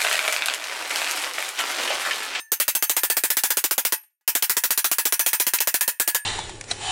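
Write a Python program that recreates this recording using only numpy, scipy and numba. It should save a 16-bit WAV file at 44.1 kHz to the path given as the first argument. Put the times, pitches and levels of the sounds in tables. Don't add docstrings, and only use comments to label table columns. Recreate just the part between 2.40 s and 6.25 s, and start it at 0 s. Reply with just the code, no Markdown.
import sys
import numpy as np
from scipy import signal
from scipy.io import wavfile
from scipy.ndimage import uniform_filter1d
from numba import njit

SR = 44100
rng = np.random.default_rng(int(sys.argv[2]) if len(sys.argv) > 2 else 0)


def field_ratio(decibels):
    return 10 ** (np.asarray(decibels, dtype=float) / 20)


def output_pcm(signal):
    pcm = np.clip(np.atleast_2d(signal).T, -1, 1) * 32767
    wavfile.write(sys.argv[1], SR, np.round(pcm).astype(np.int16))


N = 169785

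# t/s, strength level/dB, thump level/dB, ring level/dB, knock f/Hz
BLOWS_A = [(0.1187, -13.5, -21, -5.5, 477), (0.2002, -11.5, -25.5, -14, 557),
           (0.2799, -13, -24.5, -12, 600), (0.351, -16, -25, -1, 790), (0.4245, -14.5, -22, -1.5, 725),
           (0.4955, -13.5, -24, -2.5, 580), (0.566, -14.5, -18, 1, 680), (0.6338, -13, -23, -4.5, 610),
           (0.7, -14.5, -22, 0, 574), (0.768, -15, -18.5, -5, 573), (0.8367, -13.5, -22, -4, 417),
           (0.903, -14.5, -24.5, -5, 540), (0.969, -13, -24.5, -6.5, 590), (1.0359, -11.5, -20.5, -4, 704),
           (1.104, -14.5, -21.5, -1, 570), (1.1703, -13.5, -19.5, -15, 576), (1.24, -13.5, -21, -12.5, 360),
           (1.3102, -14.5, -21.5, -16.5, 544), (1.3799, -14.5, -20, -4.5, 584),
           (1.4506, -13, -25.5, -7, 700), (1.5225, -16, -16.5, 3, 487)]
BLOWS_B = [(1.8772, -12, -22.5, -2, 624), (1.9514, -12, -19.5, -15, 695), (2.0241, -12, -25.5, -6, 816),
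           (2.0961, -10.5, -25, -7.5, 360), (2.1677, -15, -21.5, -1.5, 514), (2.2374, -13, -23, -10, 433),
           (2.3064, -11.5, -26.5, -7, 656), (2.3756, -13, -25, -6.5, 464), (2.444, -13.5, -22, -7, 760),
           (2.5145, -13.5, -25, -8, 706), (2.5839, -13.5, -25, -3, 540), (2.6538, -13, -20, -5, 795),
           (2.7238, -13, -21.5, -3.5, 694), (2.794, -13.5, -23.5, 2.5, 550), (2.8625, -10, -25, -2, 686),
           (2.9312, -14.5, -25.5, 2.5, 840), (2.999, -12, -23.5, -4.5, 820), (3.0669, -14.5, -23, -4, 570),
           (3.1358, -12.5, -25.5, 0.5, 343), (3.2041, -14.5, -23, 1, 725), (3.2728, -14, -20, -3, 540),
           (3.3416, -12.5, -25, -4.5, 630), (3.4094, -14, -27.5, 2.5, 735), (3.4781, -14.5, -20, 0.5, 535)]
BLOWS_C = [
    (3.5986, -13.5, -19.5, -3.4, 465),
    (3.6765, -13, -22, -1.65, 730),
    (3.747, -14, -22.5, -1, 500),
]
# t/s, strength level/dB, thump level/dB, ring level/dB, knock f/Hz
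LIGHT_TOUCHES = [
    (1.636, -62, -30, 3, 900),
    (1.81, -77, -24, 6, 900),
    (.082, -72, -30, 0, 900),
    (1.705, -82, -26, 2, 900),
]
# t/s, strength level/dB, thump level/dB, ring level/dB, knock f/Hz
PRIOR_BLOW = [
    (.001, -43, -34, 8, 500),
]
# t/s, level/dB, centre f/Hz, decay/s
STRAY_TICK = [
    (3.186, -12.5, 3200, 0.0017),
]
# f/Hz, level/dB, t60/s
TOOL_START = [(1766, -10, 0.6), (2638, -17, .15), (3740, -14, .1), (5066, -13, .1), (6142, -13, 0.14),
              (6304, -3, 0.19), (900, -22, .2), (8791, 0, 0.16), (11510, -7, 0.2), (11700, -17, 0.22),
              (15470, -12, 0.3)]
TOOL_A = [(1755, -20, 0.3), (2277, -24, .26), (2616, -22, 0.26), (5895, -27, 0.26), (8786, -8, 0.3),
          (11630, -2, .22), (11690, 0, 0.29), (15500, -18, 0.13)]
TOOL_B = [(1814, -2, .22), (11670, -4, 0.3), (14990, 0, 0.15)]
TOOL_C = [(1696, 2, 0.39), (1825, -4, .29), (8780, -4, 0.6), (11660, -13, .7), (13220, -8, 0.3),
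          (14970, -6, 0.35)]
LONGEST_T60_S = [.6, .25, .3, .7]
# f/Hz, level/dB, t60/s
TOUCH_MODES = [(877, 0, .09), (1690, -2, .11), (3548, -11, .08), (4678, -6, .08), (6067, -11, .07),
               (8172, -6, .07), (11710, -10, .15), (13030, -6, .06)]
# f/Hz, level/dB, t60/s, best-answer t/s, span/s
PANEL_MODES = [(890, -5, .13, 1.2, 3), (990, -8, .13, 2, 3), (1640, -9, .14, 1.5, 3),
               (2520, -11, .14, 2, 3), (1690, -2, .18, .88, .3), (1685, -4, .18, 2.8, 1.2),
               (1760, -2, .2, .8, .4), (1825, -7, .2, 3.3, .5), (1992, 4, .07, .9, .6),
               (2608, -2, .17, .33, .2), (2605, -6, .17, 2.6, 1.6), (5065, -5, .15, 1.2, .5),
               (5062, -7, .15, 2.1, .4), (5060, -7, .15, 3, .3), (5890, -4, .17, 2.6, .9),
               (6304, 0, .2, .3, .35), (6300, -4, .17, 1.2, .28), (8785, -4, .22, 2.6, 1.6),
               (8787, -2, .22, .95, .5), (9190, -5, .13, 2.8, .5), (10390, 2, .25, 2.45, .42),
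               (11246, -3, .12, 2.5, 2), (11690, -6, .2, 2.2, 1.2), (12545, 2, .11, 1.2, 2.5),
               (13080, 0, .15, 2.7, 1), (13480, -2, .14, 2.95, .4), (14830, 0, .13, .9, .35),
               (14980, -1, .17, .95, .3), (14980, -2, .17, 2.7, 1.3), (15519, 1, .14, .7, .6),
               (15519, -1, .14, 2.5, 1.1)]
# f/Hz, level/dB per Hz
SHEET_SPECTRUM = [(35, -69), (60, -38.5), (396, 2.5), (1100, -3.5), (1680, -2.5), (2120, -4), (4260, -6),
                  (13000, -2), (15700, -2)]
# f/Hz, t60/s
SHEET_DAMPING = [(100, 0.068), (500, 0.026), (1500, 0.076), (4000, 0.07), (9000, 0.088), (15000, 0.091)]
# f/Hz, level/dB
BENCH_SPECTRUM = [(300, -27), (700, -17), (1100, -6), (2000, 0), (4000, -8), (9000, -10), (15500, -12)]

SHEET_DB, SHEET_SCATTER_DB = 9, 0
SHEET_UNEVEN_DB, SHEET_T60_SPREAD_DB = 2.5, 1.0
PATCH_DB = 2
THUMP_HZ, THUMP_REF_DB, THUMP_LATE_S = 1018, -20, 0.002
KNOCK_DB, KNOCK_WIDTH_LOG_HZ = 4.5, 0.16
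CHATTER_S, CHATTER_DB, CHATTER_FADE_DB = 0.0082, -4, -4
CRACK_DB, CRACK_S = -14, 0.0026
TOOL_DB = (-0.5, -13, -24, -20)
TOUCH_RING_DB = -5
PANEL_DB, PANEL_SCATTER_DB, PANEL_FADE_DB = -13, 2, 18
TWIN_HZ, DETUNE_HZ = 30, 8
KEPT = .5
BENCH_DB, BENCH_T60_S = -20, .22
ROOM_DB, ROOM_T60_S, ROOM_HZ, ROOM_TOP_HZ = -26, 0.15, 700, 5000
FLOOR_DB = -104
BASS_CUT_HZ, TOP_HZ = 184, 15750
LIMIT_DB, RATIO, ATTACK_S, RELEASE_S = -12.5, 6.8, 0.00031, 0.0085
CLIP = .75


@njit
def ring(at, kicks, poles, size, kept):
    out = np.zeros(size)
    for m in range(kicks.shape[1]):
        z = 0j
        for k in range(len(at)):
            z, p = z * kept + kicks[k, m], poles[k, m]
            end = at[k + 1] if k + 1 < len(at) else size
            for i in range(at[k], end):
                out[i] += z.imag
                z *= p
            if abs(z) < 1e-12:
                z = 0j
    return out


@njit
def follow(x, up, down):
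    e, out = 0., np.empty(len(x))
    for i in range(len(x)):
        e += (abs(x[i]) - e) * (up if abs(x[i]) > e else down)
        out[i] = e
    return out


def strike(times_s, db, hz, t60_s, scatter_db, kept=0.86, detune_hz=0.):
    order = np.argsort(times_s)
    chance = rng.standard_normal((len(times_s), 4, len(hz)))
    phase = np.arctan2(chance[:, 1], chance[:, 2])
    kicks = field_ratio(db + scatter_db * chance[:, 0]) * np.exp(1j * phase)
    tuned_hz = hz + detune_hz * chance[:, 3]
    decay = np.log(1000) / (np.clip(t60_s, .01, 2) * SR)
    poles = np.exp(2j * np.pi * tuned_hz / SR - decay)
    at = (times_s[order] * SR).astype(np.int64)
    return ring(at, kicks[order], poles, N, kept)


def along(table, hz):
    table = np.array(table, float)
    return np.interp(np.log(hz), np.log(table[:, 0]), table[:, 1])


def bandpass(x, low_hz, high_hz, order):
    sos = signal.butter(order, [low_hz, high_hz], "band", fs=SR, output="sos")
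    return signal.sosfilt(sos, x)


def workshop(x):
    t = np.arange(SR // 2) / SR
    tail = rng.standard_normal(len(t)) * field_ratio(-60 * t / ROOM_T60_S) * (t > .004)
    tail = bandpass(tail, ROOM_HZ, ROOM_TOP_HZ, 1)
    tail = tail / np.sqrt(np.sum(tail ** 2))
    return signal.fftconvolve(x, tail)[:N] * field_ratio(ROOM_DB)


def bench(blows, count=380):
    hz = 120 + 15580 * rng.random(count) ** 1.5
    own_db = 4 * rng.standard_normal(count)
    t60_s = BENCH_T60_S * field_ratio(1.2 * rng.standard_normal(count))
    db = blows[:, 1:2] + along(BENCH_SPECTRUM, hz) + own_db
    db = db + BENCH_DB - 10 * np.log10(count / 2)
    return strike(blows[:, 0], db, hz, t60_s, 4)


def tick():
    out, t = np.zeros(N), np.arange(800) / SR
    for s, db, hz, decay_s in STRAY_TICK:
        noise = bandpass(rng.standard_normal(800), hz / 2, hz * 2, 2)
        start = int(s * SR)
        out[start:start + 800] += field_ratio(db) * noise * 2 * t / decay_s * np.exp(-t / decay_s)
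    return out


def modes(blows, table, db, scatter_db, longest_s, twin_db=-11):
    db = np.tile(db + np.zeros((len(blows), len(table))), 3)
    table = np.tile(np.array(table, float), (3, 1))
    twins = np.arange(len(table)) >= len(table) // 3
    hz = table[:, 0] + twins * TWIN_HZ * rng.standard_normal(len(table))
    t60_s = np.minimum(table[:, 2], longest_s) * (1 - 0.18 * twins)
    db = blows[:, 1:2] + blows[:, 3:4] + table[:, 1] + db + twin_db * twins
    return strike(blows[:, 0], db, hz, t60_s, scatter_db, KEPT, DETUNE_HZ)


def touch_ring(touches):
    return modes(touches, TOUCH_MODES, TOUCH_RING_DB, 2, 1)


def tool_ring(runs):
    out = np.zeros(N)
    tables = (TOOL_START, TOOL_A, TOOL_B, TOOL_C)
    for run, table, db, longest_s in zip(runs, tables, TOOL_DB, LONGEST_T60_S):
        out += modes(run, table, db, 2.5, longest_s)
    return out


def panel(blows):
    table = np.array(PANEL_MODES)
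    away = (blows[:, :1] - table[:, 3]) / table[:, 4]
    db = PANEL_DB - PANEL_FADE_DB * np.tanh(away ** 4)
    return modes(blows, table[:, :3], db, PANEL_SCATTER_DB, 1, twin_db=-6)


def crack(blows):
    out, t = np.zeros(N), np.arange(400) / SR
    noise = np.diff(rng.standard_normal((len(blows), 401)), axis=1)
    for (s, db, *_), n in zip(blows, noise):
        start = int(s * SR)
        out[start:start + 400] += field_ratio(db + CRACK_DB) * n * np.exp(-t / CRACK_S)
    return out


def chatter(blows, bounces):
    luck = rng.random((len(blows), 2, bounces))
    rows = []
    for k in range(1, bounces + 1):
        late = blows + [0, CHATTER_DB + CHATTER_FADE_DB * k, -5 * k, 0, 0]
        late[:, 0] += CHATTER_S * (k - .7 * luck[:, 0, k - 1])
        late[:, 1] -= 5 * luck[:, 1, k - 1]
        rows.append(late)
    return rows


def sheet(blows, touches, count=600, bounces=3):
    hz = 60 + (np.arange(count) + rng.random(count)) * (16000 - 60) / count
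    rows = np.vstack([blows, touches] + chatter(blows, bounces))
    patch = uniform_filter1d(rng.standard_normal((len(blows), count)), size=16, axis=1)
    patch = patch * np.sqrt(16) * PATCH_DB
    patch = patch + SHEET_UNEVEN_DB * rng.standard_normal(patch.shape)
    patch = np.vstack([patch, np.zeros((len(touches), count))] + [patch] * bounces)
    low = 1 / (1 + (hz / THUMP_HZ) ** 4)
    thump_db = (rows[:, 2:3] - THUMP_REF_DB) * low
    knock_db = KNOCK_DB * np.exp(-(np.log(hz / rows[:, 4:]) / KNOCK_WIDTH_LOG_HZ) ** 2)
    db = rows[:, 1:2] + thump_db + knock_db + patch * (1 - low)
    db = db + along(SHEET_SPECTRUM, hz) + SHEET_DB - 10 * np.log10(count / 2)
    t60_s = along(SHEET_DAMPING, hz) * field_ratio(SHEET_T60_SPREAD_DB * rng.standard_normal(count))
    deep = hz < THUMP_HZ
    knocks = strike(rows[:, 0], db[:, deep], hz[deep], t60_s[deep], SHEET_SCATTER_DB)
    knocks = np.roll(knocks, int(THUMP_LATE_S * SR))
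    return knocks + strike(rows[:, 0], db[:, ~deep], hz[~deep], t60_s[~deep], SHEET_SCATTER_DB)


def scene():
    runs = [np.array(r, float) for r in (PRIOR_BLOW, BLOWS_A, BLOWS_B, BLOWS_C)]
    prior, blows = runs[0], np.vstack(runs[1:])
    touches = np.array(LIGHT_TOUCHES, float)
    soft = np.vstack([touches, prior])
    shaken = soft + [0, 16, 0, 0, 0]
    shaken[:-1, 1] += touches[:, 3]
    dry = sheet(blows, soft) + crack(blows) + panel(blows) + tick()
    dry = dry + touch_ring(touches)
    dry = dry + bench(np.vstack([blows, shaken]))
    dry = dry + tool_ring(runs)
    room = workshop(dry)
    floor = field_ratio(FLOOR_DB) * rng.standard_normal(N)
    return (dry + room + floor)[None]


def band_limit(x):
    return signal.sosfilt(signal.butter(12, 17140, fs=SR, output="sos"), x)


def record(dry):
    x = signal.sosfilt(signal.butter(2, BASS_CUT_HZ, "high", fs=SR, output="sos"), dry)
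    level = follow(x[0], 1 / (ATTACK_S * SR), 1 / (RELEASE_S * SR))
    level = np.roll(level, -24) + 1e-9
    x = x * np.minimum(1, field_ratio(LIMIT_DB) / level) ** (1 - 1 / RATIO)
    x = CLIP * np.tanh(x / CLIP)
    cut = signal.sosfilt(signal.ellip(10, .2, 60, TOP_HZ, fs=SR, output="sos"), x)
    loud = np.minimum(1, level / field_ratio(LIMIT_DB)) ** 2
    x = cut + field_ratio(-14.0) * loud * bandpass(x, 15900, 16700, 2)
    x = signal.sosfilt(signal.ellip(8, .2, 50, 16750, fs=SR, output="sos"), x)
    return band_limit(x)


dry = scene()
out = record(dry)
output_pcm(out)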